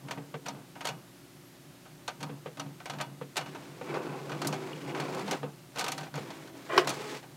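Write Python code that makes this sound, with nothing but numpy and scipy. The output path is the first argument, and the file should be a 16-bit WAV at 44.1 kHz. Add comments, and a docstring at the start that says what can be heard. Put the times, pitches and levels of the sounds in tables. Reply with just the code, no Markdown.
"""An inkjet printer on a wooden desk in a small room takes in a sheet of paper.
First, plastic levers click and the carriage (the sliding print head) knocks against its stops.
From 3.8 s, geared rollers draw the sheet in with a rattling whir, and a rubber roller chirps on it.
Near 6.8 s a cam (a turning plastic lobe) scrapes to its stop, the feed slams home with a heavy clack,
and the motor runs on briefly. Thin coil whines come and go; a throbbing hum lies under it all."""
import sys
import numpy as np
from scipy import signal
from scipy.fft import rfft, irfft, next_fast_len
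from scipy.io import wavfile

SR = 44100
rng = np.random.default_rng(int(sys.argv[2]) if len(sys.argv) > 2 else 0)


def file_out(sig):
    """Save sig as 16-bit WAV at sys.argv[1]."""
    # one column per channel
    cols = np.atleast_2d(sig).T
    # limit, then scale
    lim = np.clip(cols, -1, 1)
    pcm = np.round(lim * 32767).astype(np.int16)
    wavfile.write(sys.argv[1], SR, pcm)


N = 324576
TIME = np.arange(N) / SR
AGE = np.arange(SR // 2) / SR  # seconds since a blow

# tone colour of a struck plastic lever: f/Hz, level/dB
LEVER_SPECTRUM = [(180, -49), (300, -8), (801, -5), (1510, -9.5), (1780, -6), (2360, -0.5), (4230, -2.5),
                  (4830, -4), (5160, -5), (5700, -1), (7570, -5), (9390, -2), (10400, -46), (12700, -17),
                  (16000, -37)]
# pitches at which the plastic panels ring: f/Hz, width/Hz, level/dB
PANEL_RESONANCES = [(615, 16, -6.5), (768.5, 49, 4), (941, 13, 0.5), (1229, 54, 4), (1527, 38, 3),
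                    (2274, 84, -1), (2900, 6.7, -2), (3405, 18, 1), (4370, 24, 0), (4500, 47, -22),
                    (6250, 280, -28), (6500, 99, 2.5), (7300, 62, -4.5)]
# the carriage shifts, trips a lever and brakes: t/s, click/dB, brightness/dB, shudder/dB, knock/dB
CARRIAGE_SHIFTS = [(0.1093, -29, -1, -40.5, -37), (0.4827, -32, -0.5, -42.5, -44.5),
                   (0.8706, -26.5, 1.5, -42, -52), (2.2283, -31.5, 1, -40, -40),
                   (2.596, -31, -0.5, -43, -46), (3.0107, -28, 2, -43.5, -55)]
BRAKE_DELAY_S = 0.065  # from the click of a shift to its braking knock


def from_db(db):
    """Turns decibels into a gain, the number a sound is multiplied by."""
    return 10 ** (np.asarray(db) / 20)


def rms_one(x):
    """Scales a sound to an average strength (rms) of 1."""
    return x / np.sqrt(np.mean(x ** 2) + 1e-20)


def unit_blow(x):
    """Scales a blow to rms 1 over its first 10 ms."""
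    return x / np.sqrt(np.mean(x[:SR // 100] ** 2) + 1e-20)


def coloured(x, spectrum):
    """Gives a sound a tone colour (f/Hz, level/dB) that falls steeply outside its ends; rms 1."""
    size = next_fast_len(len(x))
    hz = np.fft.rfftfreq(size, 1 / SR) + 1e-3
    points_hz, points_db = np.transpose(spectrum)
    db = np.interp(np.log(hz), np.log(points_hz), points_db)
    edges = 1 / np.sqrt(1 + (points_hz[0] / hz) ** 12 + (hz / points_hz[-1]) ** 12)
    return rms_one(irfft(rfft(x, size) * from_db(db) * edges, size)[:len(x)])


def drift(rate_hz):
    """A slow random wobble with a typical size of 1."""
    step, warm_up = 40, 2000
    r = np.exp(-2 * np.pi * rate_hz * step / SR)
    noise = rng.standard_normal(N // step + warm_up + 2)
    slow = signal.lfilter([1], [1, -2 * r, r * r], noise)[warm_up:]
    return np.interp(np.arange(N) / step, np.arange(len(slow)), rms_one(slow))


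def grains(per_s, spread_db):
    """Tiny contacts at random times; a spread other than 0 makes their strength uneven."""
    sizes = from_db(spread_db * np.minimum(rng.exponential(1, N), 4)) * rng.choice([-1, 1], N)
    return sizes * (rng.random(N) < per_s / SR)


def resonate(x, resonances):
    """Lets a sound shake a part that rings at certain pitches."""
    out = 0
    for k, (hz, width, db) in enumerate(resonances):
        r = np.exp(-np.pi * width / SR)
        feedback = [1, -2 * r * np.cos(2 * np.pi * hz / SR), r * r]
        ring = (1 - r * r) / 2 * signal.lfilter([1, 0, -1], feedback, x + 1e-18)
        out = out + (-1) ** k * from_db(db) * ring
    return out


def dense_ring(spectrum, t60, tail_db, rise_s, band_hz=(130, 16000), crack_db=-29):
    """Struck plastic: a crack, a noisy ring that falls 60 dB in t60 seconds, and a tail in the room."""
    crack_t60, room_t60 = 0.0067, 0.21
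    band = signal.butter(2, band_hz, "band", fs=SR, output="sos")
    noise = coloured(rng.standard_normal(len(AGE)), spectrum)
    crack = from_db(crack_db - 60 * AGE / crack_t60)
    tail = from_db(tail_db - 60 * AGE / room_t60)
    decay = crack + from_db(-60 * AGE / t60) + tail
    return unit_blow(signal.sosfilt(band, noise * decay * (1 - np.exp(-AGE / rise_s))))


def mode_ring(modes):
    """The fading pure tones (modes) of a struck part; every blow mixes them a little differently."""
    ring = 0
    for k, (hz, db, t60) in enumerate(modes):
        decay = from_db(db + rng.standard_normal() - 60 * AGE / t60)
        ring = ring + (-1) ** k * decay * np.sin(2 * np.pi * hz * AGE)
    bass_cut = signal.butter(6, 122, "high", fs=SR, output="sos")  # a small machine has no deep bass
    return unit_blow(signal.sosfilt(bass_cut, ring * (1 - np.exp(-AGE / 0.0011))))


def add(out, s, sound):
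    """Mixes a sound in from time s."""
    at = max(0, round(s * SR))
    out[at:at + len(sound)] += sound[:max(0, N - at)]


def gate(start, end, ramp_s):
    """On between two times, with sloping edges."""
    return np.clip(np.minimum(TIME - start, end - TIME) / ramp_s, 0, 1)


def swell(start, end, attack_s, t60):
    """Rises from the start, holds until the end, then dies away."""
    return np.clip((TIME - start) / attack_s, 0, 1) * from_db(-60 * np.clip((TIME - end) / t60, 0, 3))


def together(gains):
    """Gain of unrelated movements that sound at once: their powers add up."""
    return np.sqrt(sum(gain ** 2 for gain in gains))


def paper_feed():
    """Gear teeth rattle the panels and shake the chassis; paper and guides slide with a grainy hiss."""
    # pitches at which the chassis rings on the desk: f/Hz, width/Hz, level/dB
    chassis_resonances = [(141.4, 21.2, 0.5), (152.4, 23.5, -0.5), (193, 13, -10.5), (216.6, 8.2, -11.5),
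                          (280.8, 6.8, -3.5)]
    # tone colour of the gear teeth: f/Hz, level/dB
    gear_spectrum = [(250, 0), (420, -6.5), (484, -3), (584, -8.5), (828, -2.5), (910, -9.5), (1130, -7),
                     (1370, -13.5), (1660, -19), (1810, -29), (2130, -23), (2290, -33.5), (2620, -17),
                     (3780, -61), (4000, -57), (5200, -73), (8800, -120)]
    # tone colour of sliding paper and guides: f/Hz, level/dB
    sliding_spectrum = [(1060, -0.5), (1800, 1.5), (2840, -2.5), (3990, -4), (4790, -5.5), (5700, -8),
                        (7560, -10), (10300, -18.5), (14100, -24), (16000, -19)]
    shaking = coloured(rng.standard_normal(N), [(120, 0), (310, 0)])
    rumble = from_db(-4) * rms_one(resonate(shaking, chassis_resonances))
    teeth = coloured(grains(per_s=1300, spread_db=0) * from_db(2 * drift(2.6)), gear_spectrum)
    rattle = from_db(-1) * teeth + from_db(-7) * rms_one(resonate(teeth, PANEL_RESONANCES))
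    flicker = from_db(-4.5 + 1.8 * drift(32))
    hiss = flicker * coloured(grains(per_s=4000, spread_db=-1.5), sliding_spectrum)

    turn_rumble, turn_rattle, turn_hiss = turn_gains()
    shudder, idle = shudder_gain(), from_db(-56)
    rumble *= together([pull_gain(-43.5, follows=0.24, growth_db_per_s=4.7), turn_rumble, shudder, idle])
    rattle *= together([pull_rattle_gain(), turn_rattle, from_db(-11) * shudder])
    cam_hiss = press_gain(-35.5, growth_db_per_s=166)
    hiss *= together([pull_gain(-49.5, follows=0.26, growth_db_per_s=3.6), turn_hiss, cam_hiss])
    return rumble + rattle + hiss


def pull_gain(db, follows, growth_db_per_s):
    """Follows a share of the rollers' changing effort, and grows or fades as the sheet goes in."""
    # effort of drawing the sheet in: t/s, level/dB
    effort = [(3.81, -70.5), (3.818, -50), (3.858, -39), (3.884, -38.5), (3.976, -28.5), (3.988, -37.5),
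              (4.238, -47), (4.338, -41), (4.39, -44.5), (4.426, -40), (4.508, -39), (4.54, -37),
              (4.556, -40.5), (4.842, -43.5), (4.906, -36), (4.942, -38.5), (4.95, -34), (5.196, -35.5),
              (5.27, -42), (5.33, -31), (5.38, -49.5)]
    s, effort_db = np.transpose(effort)
    swing_db = np.interp(TIME, s, effort_db - effort_db.mean())
    growth_db = growth_db_per_s * (np.clip(TIME, s[0], s[-1]) - s.mean())
    return swell(s[0], s[-1], attack_s=0.015, t60=0.29) * from_db(db + follows * swing_db + growth_db)


def pull_rattle_gain():
    """How hard the gears rattle while they pull the sheet."""
    return pull_gain(-43, follows=0.93, growth_db_per_s=1.2)


def turn_gains():
    """Gains of rumble, rattle and hiss: each light turn of the rollers starts, fades or grows, and stops."""
    # turns of the rollers: start/s, end/s, rumble/dB, rattle/dB, hiss/dB, fade/(dB per s)
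    turns = [(1.875, 2.173, -51, -74, -77, 17), (3.462, 3.817, -46, -50, -51.5, 5.5),
             (5.735, 6.06, -44.5, -54, -52, -7), (6.162, 6.49, -44, -43.5, -46.5, 27),
             (6.524, 6.8, -56.5, -56.5, -56, -38), (6.86, 7.173, -47, -45, -41, 5),
             (7.238, 7.36, -50, -64, -65, 1.5)]
    gains = 0
    for start, end, *levels_db, fade_db_per_s in turns:
        fade = from_db(-fade_db_per_s * (np.clip(TIME, start, end) - start))
        gains = gains + np.outer(from_db(levels_db), fade * swell(start, end, attack_s=0.022, t60=0.16))
    return gains


def shudder_gain():
    """The chassis shudders at every lurch of a motor, and as the carriage starts and brakes."""
    # a motor takes up or drops its load: t/s, level/dB
    lurches = [(0.05, -43.5), (0.35, -52), (0.77, -49), (2.46, -47), (2.935, -39.5), (3.22, -45),
               (3.41, -41), (3.91, -49), (4.085, -43), (4.335, -39), (4.47, -30), (5.02, -35), (5.29, -39),
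               (5.44, -39.5), (6.16, -36), (6.78, -44), (6.875, -35.5)]
    starts = [(s - 0.003, db + 0.5) for s, _, _, db, _ in CARRIAGE_SHIFTS]
    brakes = [(s + BRAKE_DELAY_S, db + 1.5) for s, _, _, db, _ in CARRIAGE_SHIFTS]
    return together(from_db(db) * swell(s - 0.049, s + 0.029, attack_s=0.049, t60=0.35)
                    for s, db in starts + brakes + lurches)


def slam():
    """The feed slams home with a hard crack, after which the frame rings."""
    # the feed slams home, then bounces twice more weakly: t/s, level/dB
    hits = [(6.7778, -11), (6.7797, -21.5), (6.7943, -27)]
    # tone colour of the struck frame: f/Hz, level/dB
    frame_spectrum = [(130, -16), (280, 5), (380, 5), (560, -25), (900, -5), (1100, 10.5), (1450, -3),
                      (2200, -6), (3100, -3), (4000, -12), (5200, -8), (7000, -24), (15000, -35)]
    # ringing tones of the frame: f/Hz, level/dB, t60/s
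    frame_modes = [(368, 7.5, 0.097), (428, -12, 0.21), (705, -3, 0.15), (1060, -17, 0.039),
                   (1150, 11, 0.02), (1390, -18, .07), (1590, -1.5, 0.054), (1830, -11, 0.1),
                   (2540, -5, 0.059), (2910, -12, 0.11), (3630, -22, .07), (4900, -17, .06)]
    out = np.zeros(N)
    for s, db in hits:
        crack = dense_ring(frame_spectrum, t60=0.039, tail_db=-26, rise_s=0.000091, band_hz=(270, 16000))
        add(out, s, from_db(db - 5.5) * crack + from_db(db - 6) * mode_ring(frame_modes))
    return out


def levers():
    """Each click has a hollow body, a clack and a snap, and rings the panels; higher parts die sooner."""
    # clicks of plastic levers and catches: t/s, level/dB, brightness/dB
    clicks = [(0.4615, -33, 0), (0.7544, -50, -11), (0.8074, -35, -2), (0.852, -25.5, 1.5),
              (0.8876, -29.5, -1), (1.8538, -53, -8), (2.0781, -27.5, -0.5), (2.2083, -41.5, 1),
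              (2.802, -47, -7.5), (2.8562, -34, -1), (2.8973, -30.5, -1), (2.9353, -41.5, -5.5),
              (3.0012, -38, -10), (3.3577, -35, -1), (3.3672, -23, 3), (3.3754, -25.5, 1),
              (3.4094, -36, -4), (3.46, -41.5, -4.5), (3.548, -42.5, -8), (3.9429, -39, -7),
              (4.2945, -40, -4.5), (4.3174, -36.5, -5.5), (4.4168, -28.5, -1.5), (4.4474, -33, -2),
              (4.4706, -34, 17.5), (4.5262, -30.5, -3), (4.5384, -36, -1), (4.948, -39, -6),
              (4.9746, -40, -3), (5, -30.5, -0.5), (5.1464, -41, 8), (5.1939, -36, 0), (5.2782, -34.5, -4),
              (5.3102, -24.5, 2.5), (5.3275, -32, -2), (5.7586, -35.5, -1.5), (5.7731, -34.5, -3),
              (5.7843, -28, 2), (5.793, -25, 4.5), (5.8095, -27.5, 1), (5.8414, -27, 2), (5.8635, -31, -2),
              (5.8807, -25.5, 3), (5.9182, -27.5, 6), (5.9788, -31.5, 1), (6.0087, -42.5, -6),
              (6.0314, -40, -2.5), (6.0666, -49.5, -9), (6.1402, -39, -6), (6.1551, -35.5, 1),
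              (6.1744, -41.5, 1), (6.3035, -38.5, -1.5), (6.4743, -46, -1), (6.8457, -38, -3),
              (6.872, -23, 0), (6.8914, -27, 6), (6.9016, -28, 3), (7.1686, -43.5, 1),
              (7.2279, -47.5, -5.5)]
    trips = [(s, db, bright_db) for s, db, bright_db, _, _ in CARRIAGE_SHIFTS]
    touches = [(s - 0.025, db - 11.5, -3.5) for s, db, _ in trips]  # the carriage brushes the lever first
    out = np.zeros(N)
    for s, db, bright_db in trips + touches + clicks:
        add(out, s, from_db(db) * lever_click(bright_db))
    return from_db(-1) * out + from_db(4.5) * resonate(out, PANEL_RESONANCES)


def lever_click(bright_db):
    """One lever strikes; a brighter click has more snap and less body."""
    # tone colour of the snap: f/Hz, level/dB
    snap_spectrum = [(4000, 6), (6200, 1.5), (8100, -2.5), (9500, -4), (12000, -8.5), (16000, -15)]
    body = dense_ring(LEVER_SPECTRUM, t60=0.092, tail_db=-8, rise_s=0.0025,
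                      band_hz=(414, 1470), crack_db=21.5)
    clack = dense_ring(LEVER_SPECTRUM, t60=0.075, tail_db=-24, rise_s=0.0029,
                       band_hz=(1520, 5230), crack_db=16)
    snap = dense_ring(snap_spectrum, t60=0.027, tail_db=-27, rise_s=0.004,
                      band_hz=(4960, 17100), crack_db=5)
    return from_db(-7.5 - bright_db) * body + from_db(-10.5) * clack + from_db(bright_db - 15.5) * snap


def carriage():
    """The carriage brakes, or hits a stop and bounces once; the dull knocks shake the whole machine."""
    # the carriage meets a stop: t/s, level/dB, hardness/dB
    knocks = [(0.341, -32.5, 0), (2.459, -34, 4.5), (3.212, -33.5, 0), (3.811, -33, -1.5), (5.313, -37, -1),
              (5.43, -29, -3.5), (6.176, -33, -2)]
    # tone colour of the contact: f/Hz, level/dB
    stop_spectrum = [(130, 7), (300, -11), (480, 9.5), (900, -6), (1600, -7), (2200, -9), (3400, -13),
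                     (5000, -27), (12000, -42)]
    # low ringing tones of the machine: f/Hz, level/dB, t60/s
    machine_modes = [(146, -1, 0.11), (229, -15, 0.068), (267.8, -14.5, 0.24), (389, -18, 0.28),
                     (446, -5.5, 0.32), (495, -6, 0.15), (510, -45, 0.042), (768, -8, 0.082),
                     (913, -4.5, 0.07), (1190, -3, 0.049)]
    bounces = [(s + 0.008, db - 6, hard_db) for s, db, hard_db in knocks]
    brakes = [(s + BRAKE_DELAY_S, db, 1) for s, _, _, _, db in CARRIAGE_SHIFTS]
    out = np.zeros(N)
    for s, db, hard_db in knocks + bounces + brakes:
        contact = from_db(hard_db - 7) * dense_ring(stop_spectrum, t60=0.085, tail_db=-27, rise_s=0.00046)
        add(out, s, from_db(db) * (contact + from_db(-7.5) * mode_ring(machine_modes)))
    return out


def cam():
    """A cam scrapes up to its stop: plastic slips on plastic in quick small steps, harder and harder."""
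    # pitches at which the cam rings: f/Hz, width/Hz, level/dB
    cam_resonances = [(434, 16, 2), (660, 39, 2), (1053, 82, 0), (1250, 77, -5), (1500, 140, -8),
                      (1700, 120, -9), (1940, 79, -6), (2390, 48, -8), (2970, 330, -16)]
    slips = coloured(grains(per_s=2900, spread_db=3.5), [(350, 0), (3500, 0)])
    return press_gain(-28, growth_db_per_s=84) * rms_one(resonate(slips, cam_resonances))


def press_gain(db, growth_db_per_s):
    """Grows until the cam reaches its stop, then dies away."""
    start_s, end_s = 6.686, 6.785
    remaining_s = end_s - np.clip(TIME, start_s, end_s)
    return from_db(db - growth_db_per_s * remaining_s) * swell(start_s, end_s, attack_s=0.021, t60=0.26)


def casing_growl():
    """The working gears and the pressing cam strain the casing, which answers with a low growl."""
    # pitches at which the casing rings: f/Hz, width/Hz, level/dB
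    casing_resonances = [(314.6, 87, -3.5), (332, 13.4, 4), (382.3, 11.7, 1), (445, 8, -0.5), (507, 25, -3)]
    _, turn_rattle, _ = turn_gains()
    pull = pull_gain(-40.5, follows=0.77, growth_db_per_s=-0.85)
    load = together([pull, from_db(-1) * turn_rattle, press_gain(-23.5, growth_db_per_s=198)])
    jolts = coloured(grains(per_s=2800, spread_db=-2.5), [(290, 0), (540, 0)])
    return from_db(-3.5) * load * rms_one(resonate(jolts, casing_resonances))


def chatter():
    """Loose plastic parts tick at random, as strongly as the gears shake them."""
    _, turn_rattle, _ = turn_gains()
    tick = dense_ring(LEVER_SPECTRUM, t60=0.057, tail_db=-22, rise_s=0.00079,
                      band_hz=(580, 2040), crack_db=-6)
    ticks = signal.fftconvolve(grains(per_s=90, spread_db=1.4), tick)[:N]
    return from_db(-11.5) * together([pull_rattle_gain(), turn_rattle]) * rms_one(ticks)


def roller_chirps():
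    """The rubber roller sticks and slips on the sheet twelve times, at a nearly steady rate."""
    # ringing tones of the roller: f/Hz, level/dB, t60/s
    roller_modes = [(2480, -3, 0.02), (2800, -5, 0.02), (2880, 3, 0.02), (3300, -5, 0.022)]
    start_s, period_s, jitter_s = 4.731, 0.027, 0.00156
    out = np.zeros(N)
    for k, (lateness, strength) in enumerate(rng.standard_normal((12, 2))):
        s = start_s + k * period_s + jitter_s * lateness
        add(out, s, from_db(-53 + 5.5 * strength) * mode_ring(roller_modes))
    return out


def spring_pings():
    """A latch spring is let go and rings thinly."""
    # releases of the spring: t/s, level/dB
    releases = [(0.4845, -34.5), (2.5992, -36), (4.471, -47), (6.895, -33)]
    # ringing tones of the spring: f/Hz, level/dB, t60/s
    spring_modes = [(4700, -9, 0.04), (5920, 12, 0.02), (5920, 8, 0.018), (8800, -21, .06)]
    out = np.zeros(N)
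    for s, db in releases:
        add(out, s, from_db(db - 7) * mode_ring(spring_modes))
    return out


def motors():
    """Gears sing with a slightly wavering pitch; rapidly switched current makes the motor coils whine."""
    # gears and rollers at steady speed: start/s, end/s, f/Hz, level/dB, fall per harmonic/dB
    runs = [(5.197, 5.344, 200, -40.5, 27), (5.853, 6.1, 783, -53, 20), (6.234, 6.654, 325, -55.5, 6.5),
            (6.253, 6.683, 275, -59.5, 9), (6.92, 7.198, 422, -47.5, 5)]
    # whines of the coils: start/s, end/s, f/Hz, level/dB
    whines = [(0.92, 1.44, 14449, -74), (0.92, 1.44, 10115, -78), (1.45, 1.5, 11536, -68),
              (5.9, 7.34, 13587, -74), (5.9, 6.5, 10869, -81), (7.12, 7.36, 10869, -74)]
    out = np.zeros(N)
    for start, end, hz, db, fall_db in runs:
        phase = 2 * np.pi * np.cumsum(hz * (1 + 0.0042 * drift(10))) / SR
        tone = sum(from_db(db - fall_db * k) * np.sin((k + 1) * phase) for k in range(3))
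        out += gate(start, end, ramp_s=0.07) * tone
    for start, end, hz, db in whines:
        out += gate(start, end, ramp_s=0.005) * from_db(db) * np.sin(2 * np.pi * hz * TIME)
    return np.sqrt(2) * out


def background():
    """Hum tones, several about 20 Hz apart, beat into a soft throb over the hiss of the room."""
    # steady tones of the hum: f/Hz, level/dB
    hum_tones = [(119.9, -66.5), (140.0, -66.5), (159.5, -82), (180, -65.5), (195, -84), (251, -66),
                 (287.4, -67), (340.4, -64.5), (360, -68), (380, -69), (574.6, -73.5)]
    # tone colour of the room's hiss: f/Hz, level/dB
    air_spectrum = [(25, -31), (50, -15), (90, -13.5), (140, -5.5), (220, -19), (330, -9), (450, -13.5),
                    (600, -11.5), (1000, -15), (4000, -20.5), (14800, -27), (16000, -31)]
    hum = sum(from_db(db) * np.sin(2 * np.pi * (hz * TIME + rng.random())) for hz, db in hum_tones)
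    return np.sqrt(2) * hum + from_db(-57) * coloured(rng.standard_normal(N), air_spectrum)


def scene():
    """The printer heard from close by, in one channel."""
    blows = levers() + carriage() + slam() + roller_chirps() + spring_pings()
    running = cam() + paper_feed() + chatter() + casing_growl() + motors()
    return (blows + running + background())[None]


def record(dry):
    """Rounds off the strongest peaks and cuts the treble steeply above 15900 Hz."""
    rounded = 0.9 * np.tanh(dry / 0.9)
    return signal.sosfilt(signal.ellip(12, 0.1, 80, 15900, fs=SR, output="sos"), rounded)


dry = scene()
out = record(dry)
file_out(out)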